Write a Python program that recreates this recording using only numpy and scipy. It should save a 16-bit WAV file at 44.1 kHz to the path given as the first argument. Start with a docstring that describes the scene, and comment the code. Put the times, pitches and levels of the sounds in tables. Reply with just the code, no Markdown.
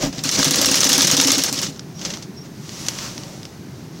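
"""A thump, a click and a rustle of cloth: an old sewing machine, close to one microphone in a small room.
It spins up, sews thirteen stitches and coasts to rest. In each turn the shuttle clicks out and back,
the linkage knocks, loose parts rattle and the wooden table booms. Then the mechanism is nudged,
the cloth is pulled away and metal parts click, over a low steady rumble."""
import sys
import numpy as np
from scipy import signal
from scipy.fft import rfft, irfft
from scipy.io import wavfile
from scipy.ndimage import uniform_filter1d

SR = 44100
rng = np.random.default_rng(int(sys.argv[2]) if len(sys.argv) > 2 else 0)


def unload_wav(signal):
    """Save mono or channel-first audio to the path in sys.argv[1] as 16-bit WAV at rate SR, clipped to [-1, 1]."""
    wavfile.write(
        sys.argv[1],
        SR,
        np.round(np.clip(np.atleast_2d(signal).T, -1, 1) * 32767).astype(np.int16),
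    )


N = 176400


def undb(db):
    """Decibels to gain."""
    return 10 ** (np.asarray(db) / 20)


def unit(x):
    """Scale to rms 1."""
    return x / np.sqrt(np.mean(x ** 2))


def clock():
    """Time of each sample in seconds."""
    return np.arange(N) / SR


def noise():
    """White noise."""
    return rng.standard_normal(N)


def through(x, response):
    """Pass a sound through an impulse response."""
    return signal.fftconvolve(x, response)[:N]


def colour(x, points, size=8192):
    """Causal filter from (frequency_hz, relative_db) points that keeps the power of white noise."""
    hz, db = np.array(points).T
    bins_hz = np.maximum(np.fft.rfftfreq(size, 1 / SR), 1)
    gain = undb(np.interp(np.log(bins_hz), np.log(hz), db))
    cepstrum = irfft(np.log(gain))
    cepstrum[1:size // 2] *= 2  # fold to minimum phase
    cepstrum[size // 2 + 1:] = 0
    response = irfft(np.exp(rfft(cepstrum)))
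    return through(x, response / np.linalg.norm(response))


def ring(modes):
    """Impulse response of decaying modes (pitch_hz, level_db, t60_s)."""
    t = clock()[:SR // 2]
    return sum(undb(db) * np.cos(2 * np.pi * hz * t) * np.exp(-np.log(1000) * t / t60)
               for hz, db, t60 in modes)


def bursts(rows):
    """Chattering contacts (start_s, level_db, decay_s): a sudden start and an exponential fall."""
    t, power = clock()[:SR // 4], np.zeros(N + SR)
    for start, db, decay in rows:
        i = max(int(start * SR), 0)
        power[i:i + len(t)] += (undb(db) * np.exp(-t / decay)) ** 2
    return np.sqrt(power[:N]) * np.sign(noise())


def grains(per_s, spread_db):
    """Tiny impacts of uneven size at random moments."""
    impacts = (rng.random(N) < per_s / SR) * np.sign(noise())
    return unit(impacts * undb(spread_db * np.clip(noise(), -2, 2)))


# Background of the small room: frequency_hz, relative_db
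ROOM_TONE_SPECTRUM = [(25, -29), (53, -17.5), (87, -7.5), (130, 0), (160, 2.5), (256, -5), (384, -7.5),
                      (500, -19), (750, -20), (1160, -24), (1940, -26.5), (3080, -31), (4500, -28.5),
                      (6210, -27.5), (7510, -36.5), (10500, -40), (16000, -40)]

def room_tone(level_db=-35):
    """The surroundings rumble steadily under a faint hiss."""
    return undb(level_db) * colour(noise(), ROOM_TONE_SPECTRUM)


# Swells of shaking in the stand: peak_s, half_width_s, level_db
SHUDDERS = [(.06, 0.22, -47), (.66, 0.12, -44)]
# The stand's deep resonance: frequency_hz, relative_db
STAND_SPECTRUM = [(20, -42), (42, -35), (56, 0), (75, -16), (120, -17), (300, -42), (1000, -56)]

def stand():
    """The stand shudders when the machine is set going."""
    t = clock()
    swell = sum(undb(db) * np.exp(-((t - peak) / half) ** 2) for peak, half, db in SHUDDERS)
    return colour(noise(), STAND_SPECTRUM) * swell


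# Strokes of cloth and hands, close up: peak_s, rise_s, fall_s, level_db, drag_offset_db, hiss_offset_db
RUBS = [(0.034, 0.031, 0.048, -24.5, -0.5, -22), (.19, 0.067, .04, -35, -7, -22),
        (0.388, 0.015, 0.021, -20, -4.5, -20), (.62, 0.034, 0.035, -28.5, 0, -31),
        (2.07, 0.077, 0.12, -33.5, -7, -24), (2.455, 0.016, 0.022, -46, -5, -25),
        (2.86, 0.2, 0.27, -35, -11, -5), (3.04, 0.082, 0.082, -32, -12, -21),
        (3.2, 0.22, 0.29, -43, -3.5, -5), (3.8, 0.094, 0.085, -53, -4, -25),
        (3.98, 0.052, .1, -47.5, -21, -25)]
# Rustling fibres: frequency_hz, relative_db
CLOTH_SPECTRUM = [(200, -29.5), (800, -4.5), (2200, 1.5), (4000, 3), (5800, 8), (7300, 1), (9000, -13),
                  (16000, -17.5)]
# The cloth's weight dragging on the table: frequency_hz, relative_db
DRAG_SPECTRUM = [(40, 0), (130, -0.5), (280, 1.5), (450, 3.5), (720, 4), (1400, -7), (3000, -16),
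                 (8000, -37)]
# Bright edge of cloth hiss and of metal ticks: frequency_hz, relative_db
EDGE_SPECTRUM = [(2000, -6), (6000, 4.5), (9000, -3), (13000, -12), (16000, -25)]

def cloth():
    """Fibres catch and slip as the cloth is pushed about; its weight rubs the table."""
    def fibres():
        return unit(grains(per_s=4000, spread_db=5) + undb(2) * noise())

    t, rub_power, drag_power, hiss_power = clock(), 0, 0, 0
    for peak, rise, fall, db, drag_db, hiss_db in RUBS:
        width = np.where(t < peak, rise, fall)
        power = (undb(db) * np.exp(-((t - peak) / width) ** 2)) ** 2
        rub_power += power
        drag_power += power * undb(drag_db) ** 2
        hiss_power += power * undb(hiss_db) ** 2
    rustle = colour(np.sqrt(rub_power) * fibres(), CLOTH_SPECTRUM)
    drag = colour(np.sqrt(drag_power) * noise(), DRAG_SPECTRUM)
    hiss = colour(np.sqrt(hiss_power) * fibres(), EDGE_SPECTRUM)
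    return rustle + drag + hiss


# Metal parts touching near the microphone: start_s, level_db, decay_s, edge_offset_db
TICKS = [(0.024, -25.5, 0.013, -4), (0.127, -29.5, 0.011, -13), (0.182, -25, 0.0035, -25),
         (.19, -24.5, 0.0065, -18), (1.665, -21, 0.0065, -30), (1.761, -36, .003, -22),
         (1.794, -22.5, 0.0024, -39), (1.993, -29.5, 0.0033, -20), (2.014, -28, 0.011, -13),
         (2.05, -19, 0.013, -13), (2.103, -22, 0.0069, -20), (2.137, -25, 0.0097, -20),
         (2.172, -21, 0.0011, -28), (2.224, -33, 0.011, -7), (2.693, -17, 0.00067, -34),
         (2.865, -28, 0.0042, 2), (2.8843, -15, 0.004, -1), (2.987, -19, .003, -14),
         (3.179, -21.5, 0.0017, -8), (3.235, -23, 0.00091, -17), (3.431, -25.5, 0.0014, -15),
         (3.453, -26.5, 0.002, -8)]
# Body of a tick: frequency_hz, relative_db
TICK_SPECTRUM = [(200, -4), (900, -3), (2400, -1), (4000, 1.5), (5000, 5), (6300, 5.5), (7500, -5.5),
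                 (11000, -25.5), (16000, -74)]

def ticks():
    """Single metal clicks; the harder ones have a bright edge."""
    body = bursts([(start, db, decay) for start, db, decay, _ in TICKS])
    crack = bursts([(start, db + edge_db, decay) for start, db, decay, edge_db in TICKS])
    return colour(body, TICK_SPECTRUM) + colour(crack, EDGE_SPECTRUM)


# Modes of the machine's steel parts: pitch_hz, relative_db, t60_s
STEEL_MODES = [(2142, -7, .14), (2927, -1, .16), (3226, -3, .12), (3520, -4, .08), (3914, -4, .12),
               (4229, -3, .1), (4468, -2, .14), (5006, -2, .14), (5339, -1, .14), (5614, 0, .1),
               (6120, -1, .1), (6653, -1, .12)]

def steel(contacts, ring_db=-18.5):
    """The steel parts ring on after every contact."""
    response = ring(STEEL_MODES)
    return contacts + undb(ring_db) * through(contacts, response / np.linalg.norm(response))


# Modes of the wooden table under the machine: pitch_hz, relative_db, t60_s
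TABLE_MODES = [(122, -27, 0.15), (150.8, 0, 0.25), (171, -4, 0.14), (272.8, 7, 0.14), (318, -32, 0.13),
               (358, -20, 0.034), (499.5, -11.5, 0.4), (794, -9, 0.059)]
# Thumps on the table: start_s, upper_modes_db, deep_modes_db
THUMPS = [(.031, -1.5, -1), (.07, -4, -27), (0.177, -14.5, -11), (0.248, -9, -18), (0.384, -2, -5.5),
          (0.464, -4.5, -3.5), (.51, -4.5, -16), (0.586, -7, -12), (0.621, -6.5, -20), (0.67, -5.5, -12),
          (0.708, -3.5, -8), (0.769, -14, -15), (0.857, -6, -22), (0.903, -5.5, -16), (0.978, -1.5, -27),
          (1.04, -18, -3.5), (1.127, -4.5, -2.5), (1.181, -2, -29), (1.253, -1.5, -8), (1.29, -5.5, -12),
          (1.374, -3.5, -22), (1.519, -9.5, -24), (1.574, -15, -19), (1.68, -13.5, -13)]

def table(base_db=-16.5, push_s=0.0039, deep_below_hz=220):
    """The table booms as the machine works through thick cloth."""
    out = np.zeros(N + SR)
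    push = 1 - np.exp(-clock()[:SR // 2] / push_s)
    for start, upper_db, deep_db in THUMPS:
        modes = [(hz, base_db + db + (deep_db if hz < deep_below_hz else upper_db), t60)
                 for hz, db, t60 in TABLE_MODES]
        i = int(start * SR)
        out[i:i + len(push)] += push * ring(modes)
    return out[:N]


# Strength of the rattle as the machine speeds up and slows: time_s, level_db
RATTLE_LEVELS = [(.225, -43), (.24, -21), (.3, -22.5), (.4, -18), (.56, -19), (.75, -17), (.95, -16),
                 (1.15, -18), (1.32, -17.5), (1.41, -21.5), (1.46, -22), (1.51, -25.5), (1.56, -25.5),
                 (1.63, -21), (1.67, -33.5), (1.72, -40.5), (1.78, -39)]
# Rattle within one turn of the shaft: phase_turns, offset_db
RATTLE_CYCLE = [(0, -8), (.04, 0), (.1, 1), (.17, -1.5), (.27, -1.5), (.35, -1), (.385, -7), (.43, -8),
                (.47, .5), (.62, 0), (.68, -.5), (.77, 1.5), (.83, -3), (.92, -6), (1, -8)]
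# Loose parts heard close up: frequency_hz, relative_db
RATTLE_SPECTRUM = [(40, -27), (70, -22), (130, -4), (400, 0.5), (600, -4), (1000, -4.5), (2400, -3.5),
                   (3000, -1.5), (4500, 1.5), (5900, 4.5), (7000, 0), (8300, -7), (11000, -16),
                   (16000, -22)]

def rattle(contact_decay_s=0.0039, chink_db=-6.5):
    """Loose parts chatter and chink, swelling and dipping with each turn of the shaft."""
    t = clock()
    phase_turns = np.interp(t, *shaft()) % 1
    drive_db = np.interp(t, *np.array(RATTLE_LEVELS).T, left=-100, right=-100)
    cycle_db = np.interp(phase_turns, *np.array(RATTLE_CYCLE).T)
    impacts = grains(per_s=1300, spread_db=-2)
    power = through(impacts ** 2, np.exp(-t[:SR // 20] / contact_decay_s))
    chatter = unit(np.sqrt(np.abs(power)) * noise())
    loose_parts = unit(chatter + undb(chink_db) * chinks())
    return colour(undb(drive_db + cycle_db) * loose_parts, RATTLE_SPECTRUM)


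def chinks(count=7000, low_hz=500, high_hz=11000, t60_s=.024):
    """Loose parts touch at random, each ringing for a moment at its own pitch."""
    t, out = clock()[:SR // 25], np.zeros(N + SR)
    fade = np.exp(-np.log(1000) * t / t60_s)
    for when, pitch, size in rng.random((count, 3)):
        i = int(when * N)
        hz = low_hz + pitch * (high_hz - low_hz)
        out[i:i + len(t)] += size ** 2 * fade * np.sin(2 * np.pi * hz * t)
    return unit(out[:N])


# One stitch per turn of the shaft: out_s, back_s, out_offset_db, back_offset_db, knock_offset_db
STITCHES = [(.2377, .3136, -9, -9, -3), (.3904, .4448, -7, -1, 1), (.5091, .5575, -1, -1, 0),
            (.6144, .6583, 0, 0, 0), (.7142, .7551, -1, -2, 1), (.8055, .8429, 0, 0, 1),
            (.8918, .9297, 0, 2, 1), (.9796, 1.0195, 0, 0, 1), (1.0709, 1.1133, -1, 1, -1),
            (1.1676, 1.2125, -1, -1, 3), (1.2719, 1.3178, -2, 1, -1), (1.3811, 1.437, -4, -1, -11),
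            (1.5268, 1.616, -5, -10, -10)]
# The shuttle's sharp click: frequency_hz, relative_db
SHUTTLE_SPECTRUM = [(200, -22), (1500, -19), (3200, -14), (4900, -11), (5700, 1), (6200, -3), (6800, -9),
                    (8000, -11), (11000, -15.5), (14500, -20), (16000, -27)]

def shuttle(base_db=-6.3, decay_s=.0023):
    """The shuttle clicks once going out and once coming back."""
    clicks = bursts([(start, base_db + db, decay_s) for start, db in shuttle_strokes()])
    return colour(clicks, SHUTTLE_SPECTRUM)


def shuttle_strokes():
    """Every stroke, out and back, as (start_s, offset_db)."""
    return [stroke for stitch in STITCHES for stroke in zip(stitch[:2], stitch[2:4])]


def shaft(back_turns=.43, rest_s=1.76):
    """Moments of the shuttle strokes and the final stop, and the turns of the shaft done by then."""
    times = np.append(np.array(STITCHES)[:, :2], rest_s)
    turns = np.append([(k, k + back_turns) for k in range(len(STITCHES))], len(STITCHES))
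    return times, turns


def once_a_turn(phase_turns):
    """Moments at which the shaft passes a given share of its turn."""
    times, turns = shaft()
    return np.interp(np.arange(len(STITCHES)) + phase_turns, turns, times)


def clinks(low_hz=2900, high_hz=7000, base_db=-28, t60_s=.07):
    """Each shuttle click also rings a loose steel part, never quite the same one."""
    out = np.zeros(N + SR)
    for start, db in shuttle_strokes():
        clink = ring([(hz, base_db + db, t60_s) for hz in rng.uniform(low_hz, high_hz, 3)])
        i = int(start * SR)
        out[i:i + len(clink)] += clink
    return out[:N]


# The linkage's hard knock: frequency_hz, relative_db
LINKAGE_SPECTRUM = [(200, -41), (700, -19), (1200, -4), (2500, -8), (3600, -0.5), (6200, 0.5), (8000, -11),
                    (11000, -20), (16000, -35)]

def linkage(phase_turns=.303, base_db=-9.3, decay_s=.0043):
    """The linkage knocks once a turn, between the two shuttle clicks."""
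    knocks = [(start, base_db + knock_db, decay_s)
              for start, (*_, knock_db) in zip(once_a_turn(phase_turns), STITCHES)]
    return colour(bursts(knocks), LINKAGE_SPECTRUM)


# The feed stroke heard through the table: frequency_hz, relative_db
FEED_SPECTRUM = [(40, -19), (100, -13), (155, 10), (220, -7), (490, 10), (700, -34), (3000, -55)]

def feed(phase_turns=0.58, base_db=-33.5, decay_s=0.042):
    """The feed stroke drums on the table once a turn; its level follows the outward shuttle click."""
    strokes = [(start, base_db + out_db, decay_s)
               for start, (_, _, out_db, _, _) in zip(once_a_turn(phase_turns), STITCHES)]
    return colour(bursts(strokes), FEED_SPECTRUM)


# Faint squeaks after the machine has stopped: start_s, length_s, pitch_hz, level_db
SQUEAKS = [(1.943, 0.056, 5700, -40.5), (2.36, 0.046, 5520, -37.5), (2.367, .025, 5020, -47),
           (2.402, .035, 5540, -40)]

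def squeaks(waver_hz=110):
    """Thin tones swell and fade, their pitch unsteady."""
    t, out = clock(), 0
    for start, length, hz, db in SQUEAKS:
        pitch_hz = hz + waver_hz * unit(uniform_filter1d(noise(), size=100))
        swell = np.sin(np.pi * np.clip((t - start) / length, 0, 1))
        out += undb(db) * swell * np.sin(2 * np.pi * np.cumsum(pitch_hz) / SR)
    return out


# Hollow scrape of the cloth swung over the machine's bed: time_s, resonance_hz, level_db
SCRAPE_PATH = [(2.651, 1000, -59), (2.851, 943, -46), (3.0, 1100, -44), (3.079, 1262, -41.5),
               (3.152, 886, -52), (3.268, 687, -49), (3.45, 580, -62)]

def scrape(half_width_hz=260):
    """Friction noise in one broad resonance that sinks as the cloth slows."""
    t = clock()
    times, hz, db = np.array(SCRAPE_PATH).T
    band = unit(signal.sosfilt(signal.butter(2, half_width_hz, fs=SR, output="sos"), noise()))
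    carrier = np.sin(2 * np.pi * np.cumsum(np.interp(t, times, hz)) / SR)
    return unit(band * carrier) * undb(np.interp(t, times, db, left=-100, right=-100))


def room(x, gap_s=0.0013, t60_s=0.081, echo_db=-2):
    """A short, diffuse echo from close walls follows the direct sound to the microphone."""
    t = clock()
    reflections = colour(noise(), [(100, 12), (6000, -27), (10000, -1), (16000, 5.5)])
    tail = reflections * (t > gap_s) * np.exp(-np.log(1000) * t / t60_s)
    return x + undb(echo_db) * through(x, tail / np.linalg.norm(tail))


def scene():
    """Machine, cloth and small clicks, close up and in mono, over the rumble of the room."""
    contacts = shuttle() + linkage() + rattle() + clinks() + ticks()
    near = steel(contacts) + cloth() + scrape() + squeaks()
    return (room(near) + table() + feed() + stand() + room_tone())[None]


def record(dry, low_cut_hz=39.3, top_hz=16000):
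    """The recorder thins the deepest bass, rounds the loudest peaks and cuts the top."""
    thinned = signal.sosfilt(signal.butter(2, low_cut_hz, "high", fs=SR, output="sos"), dry)
    rounded = .95 * thinned / (1 + thinned ** 4) ** (1 / 4)
    return signal.sosfilt(signal.ellip(10, .2, 80, top_hz, fs=SR, output="sos"), rounded)


dry = scene()
out = record(dry)
unload_wav(out)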